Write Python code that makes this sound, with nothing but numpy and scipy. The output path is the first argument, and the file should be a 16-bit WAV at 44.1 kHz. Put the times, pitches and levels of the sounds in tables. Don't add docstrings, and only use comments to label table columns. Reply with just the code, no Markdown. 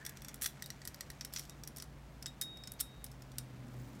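import sys
import numpy as np
from scipy import signal
from scipy.fft import rfft, irfft
from scipy.io import wavfile

SR = 44100
rng = np.random.default_rng(int(sys.argv[2]) if len(sys.argv) > 2 else 0)


def generate_wav(signal):
    frames = np.transpose(np.atleast_2d(signal))
    scaled = np.clip(frames, -1, 1) * 32767
    pcm = np.round(scaled).astype(np.int16)
    wavfile.write(sys.argv[1], SR, pcm)


N = 176400

# low and high limit in Hz, then a click's trim in dB and its t60 in seconds.
REGISTERS = [(1263, 2410, 1, 0.021), (3050, 8170, -5.5, 0.034), (7800, 14550, -1, 0.012)]
BAR_MODES = [(1915, -7.5, -2.5, -31, -33), (3456, -4.5, -38, -21, -11), (4150, -40, -6, -35, -29),
             (4630, -25, -3, -7, -6), (5270, -7.5, -4.5, 0, 2), (5740, 0.5, -3, -0.5, -5),
             (8430, -15, -10, -17, -30)]
GRIP_CHANGES_S = [.5, 1.15, 2.0]


def undb(db):
    return 10 ** (np.asarray(db) / 20)


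def unit(x):
    return x / np.sqrt(np.mean(x ** 2) + 1e-20)


def curve(table, column=1):
    rows = np.array(table)
    return np.interp(np.arange(N) / SR, rows[:, 0], rows[:, column])


def fade(t, t60):
    return np.exp(-np.log(1000) * np.maximum(t, 0) / t60)


def band(x, lo, hi, order=2):
    return signal.sosfilt(signal.butter(order, [lo, min(hi, SR * .45)], "band", fs=SR, output="sos"), x)


def band_noise(lo, hi):
    return unit(band(rng.standard_normal(N), lo, hi))


def coloured(points):
    hz, db = np.array(points).T
    freqs = np.maximum(np.fft.rfftfreq(N, 1 / SR), 1)
    gain = undb(np.interp(np.log(freqs), np.log(hz), db))
    return unit(irfft(rfft(rng.standard_normal(N)) * gain, N))


def add(out, start, x):
    i = max(int(start * SR), 0)
    out[i:i + len(x)] += x[:max(N - i, 0)]


def room_tone():
    # centre in Hz, width in Hz, level in dB.
    resonances = [(55.74, 5.4, -61.5)]
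    # frequency in Hz, relative level in dB.
    air_colour = [(12, -61), (20, -26), (53, -5.5), (93, -12.5), (134, -8), (410, -20.5), (660, -20.5),
                  (8650, -44), (16000, -47)]
    boom = sum(undb(db) * band_noise(hz - width / 2, hz + width / 2) for hz, width, db in resonances)
    return boom + undb(-56.5) * coloured(air_colour)


def motor():
    # time in seconds, pitch in Hz, level in dB.
    drone = [(0, 135.5, -60), (1.9, 141.8, -54.5), (2.7, 128.2, -59), (3.2, 130.8, -54.5),
             (3.55, 125, -46.5), (4, 124.7, -52.5)]
    phase = 2 * np.pi * np.cumsum(curve(drone)) / SR
    waver = undb(2 * band_noise(0.92, 6.3))
    hum = np.sin(phase) + undb(-13.5) * np.sin(2 * phase)
    return undb(curve(drone, column=2)) * waver * hum


def room_reverb(x):
    t = np.arange(SR // 2) / SR
    tail = band(rng.standard_normal(len(t)), 490, 12800) * fade(t, t60=0.17) * (t > .004)
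    return x + undb(-16) * signal.fftconvolve(x, tail / np.linalg.norm(tail))[:N]


def arm_swing():
    # time in seconds, level in dB.
    swell = [(3.1, -67.5), (3.6, -55.5), (4, -55)]
    # frequency in Hz, relative level in dB.
    rustle_colour = [(120, -14.5), (220, 1), (450, -17.5), (4000, -36.5), (12000, -48)]
    return undb(curve(swell)) * coloured(rustle_colour)


def chatter(per_s, knock_db, edge_db, spread_db=4):
    ticks = (rng.random(N) < per_s / SR) * rng.choice([-1, 1], N)
    strength = undb(spread_db * np.clip(rng.standard_normal(N), -2, 2))
    t = np.arange(SR // 50) / SR
    power = signal.fftconvolve((ticks * strength) ** 2, fade(t, t60=0.0042) ** 2)[:N]
    grains = np.sqrt(np.abs(power)) * rng.standard_normal(N)
    return sum(undb(db) * unit(band(grains, lo, hi, order=3))
               for (lo, hi, _, _), db in zip(REGISTERS, (knock_db, 0, edge_db)))


def rub():
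    t = np.arange(N) / SR
    mode_hz, end_s = BAR_MODES[0][0], 0.17
    envelope = np.clip(1 - (t / end_s) ** 2, 0, 1)
    return undb(-58) * envelope * band_noise(mode_hz * 0.84, mode_hz * 0.95)


def turning_friction():
    # time in seconds, pitch in Hz, level in dB.
    glide = [(3.7, 13700, -78), (3.83, 15350, -71), (3.87, 14550, -73), (4, 13000, -79)]
    # time in seconds, level in dB.
    scrape_rise = [(3.66, -75), (4, -72)]
    t = np.arange(N) / SR
    pressure = band_noise(10, 45)
    pitch = curve(glide) * (1 + .004 * pressure)
    squeak = undb(curve(glide, column=2) + 3 * pressure) * np.sin(2 * np.pi * np.cumsum(pitch) / SR)
    grit = chatter(per_s=900, knock_db=0, edge_db=0)
    scrape = undb(curve(scrape_rise) + 2 * pressure) * unit(band(grit, 4000, 11400))
    return squeak * (t > glide[0][0]) + scrape * (t > scrape_rise[0][0])


def jostle():
    # time in seconds, gain in dB.
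    movement = [(0, -69.5), (1.4, -72), (1.95, -78), (4, -74)]
    return undb(curve(movement)) * chatter(per_s=700, knock_db=2, edge_db=-8, spread_db=3)


def slides():
    # start in seconds, hold in seconds, level in dB, edge relative to the clack in dB.
    slips = [(0.413, 0.057, -48, 1.5), (1.326, 0.11, -58, -4), (1.767, 0.027, -64, -12),
             (2.791, 0.0091, -50, -12), (2.8005, 0.0083, -41.5, 7.5)]
    out, t = np.zeros(N), np.arange(N) / SR
    for start, hold, db, edge_db in slips:
        envelope = (t >= start) * fade(t - start - hold, t60=1.95 * hold)
        rasp = chatter(per_s=1300, knock_db=-14, edge_db=edge_db)
        grip = np.searchsorted(GRIP_CHANGES_S, start)
        ring = sum(undb(levels[grip]) * unit(band(rasp, hz * .97, hz * 1.03))
                   for hz, *levels in BAR_MODES)
        out += undb(db) * envelope * (rasp + undb(-12) * unit(ring))
    return out


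def pings():
    # start in seconds, level in dB, seconds of free ringing before the damping.
    strikes = [(0.6395, -51, 0.0052), (1.496, -61, 0.034), (2.265, -48, 0.028), (2.4146, -40.5, 0.343),
               (2.81, -52.5, 0.31), (3.3842, -56, 0.01)]
    # frequency in Hz, relative level in dB, t60 in seconds.
    modes = [(3759, 0, 0.98), (5220, -8, 0.14), (16000, -8, 0.2)]
    out, t = np.zeros(N), np.arange(SR) / SR
    tone, *overtones = [undb(db) * fade(t, t60) * np.sin(2 * np.pi * hz * t) for hz, db, t60 in modes]
    hardest_db = max(db for _, db, _ in strikes)
    for start, db, free_s in strikes:
        brightness = undb((db - hardest_db) / 2)
        ring = tone + brightness * sum(overtones)
        add(out, start, undb(db) * ring * fade(t - free_s, t60=0.11))
    return out


def crack(t, lo, hi, t60):
    contact_s = 0.00071
    envelope = fade(t - contact_s, t60)
    burst = band(rng.standard_normal(len(t)) * envelope, lo, hi, order=3)
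    return unit(burst) * np.sqrt(np.mean(envelope ** 2))


def link_clicks():
    # start in seconds, level in dB, extra gain of the edge register in dB.
    strikes = [(0.051, -44, 2), (0.064, -40, 4), (0.094, -45, 3.5), (0.247, -44, -1.5), (0.2836, -44, 0.5),
               (0.291, -47.5, -6), (0.343, -49, 8.5), (0.4205, -37, 5.0), (0.4268, -47.5, 15.5),
               (0.4352, -41, 9), (0.4428, -37, 3.0), (0.4595, -31.5, -3.0), (0.4621, -35.5, 5.5),
               (0.623, -39, -1), (0.6605, -47, 4), (0.703, -39.5, -3), (0.852, -45, 3.5), (0.875, -41.5, 6),
               (0.884, -56, 3.0), (0.9441, -47, 0.5), (1.008, -37.5, -2), (1.102, -44.5, 0.5),
               (1.21, -38, -9), (1.2486, -39.5, 1), (1.337, -42, 5.5), (1.3619, -34.5, -9.0),
               (1.372, -39, -9.0), (1.385, -44, 0), (1.394, -40, 2.5), (1.636, -46.5, 1.5),
               (1.6747, -44.5, 5.0), (1.762, -50.5, 3.0), (1.77, -49.0, 8.5), (1.7832, -46, 2),
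               (1.8, -44.5, -8), (1.823, -42.5, 1.5), (2.2253, -43.5, -2), (2.2593, -36.0, -24.0),
               (2.2645, -43.5, 2), (2.4129, -36, 7.5), (2.42, -39, 5.5), (2.637, -46.5, -8),
               (2.674, -44, -2.0), (2.719, -50, 12), (2.804, -40.5, -3), (2.8091, -38.5, 13.5),
               (3.0421, -45, 9), (3.3835, -38.5, 7), (.171, -48.5, -4), (.22, -49, 1), (.817, -50, -12),
               (1.496, -48.5, 1.5), (2.572, -53, -3), (3.064, -50, -2), (3.116, -55, 1.5),
               (3.221, -54.5, 0), (3.318, -53.5, -7)]
    knock_db = [-9, -16, -12, -12.5]
    clink_range_hz, clink_db = (5500, 9000), -5
    neighbour_lag_s, neighbour_db = .018, -13
    ring_db, scatter_db, detune = -2, 3, .008
    out, t = np.zeros(N), np.arange(SR // 5) / SR
    for start, db, edge_db in strikes:
        grip = np.searchsorted(GRIP_CHANGES_S, start)
        balance = (knock_db[grip], 0, edge_db)
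        hit = sum(undb(trim_db + extra_db) * crack(t, lo, hi, t60)
                  for (lo, hi, trim_db, t60), extra_db in zip(REGISTERS, balance))
        add(out, start + neighbour_lag_s * rng.random(), undb(db + neighbour_db) * hit)
        modes = [(hz, levels[grip]) for hz, *levels in BAR_MODES]
        clink = (rng.uniform(*clink_range_hz), clink_db)
        for hz, mode_db in modes + [clink]:
            strength, mistune, phase = rng.standard_normal(3)
            gain = undb(ring_db + mode_db + scatter_db * strength)
            pitch = hz * (1 + detune * mistune)
            hit += gain * fade(t, t60=0.026) * np.sin(2 * np.pi * (pitch * t + phase))
        add(out, start, undb(db) * hit)
    return out


def scene():
    steel = link_clicks() + jostle() + slides() + pings() + rub() + turning_friction()
    return (room_reverb(steel) + motor() + room_tone() + arm_swing())[None]


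def record(dry):
    top_hz = 15900
    return signal.sosfilt(signal.ellip(10, .2, 70, top_hz, fs=SR, output="sos"), dry)


dry = scene()
out = record(dry)
generate_wav(out)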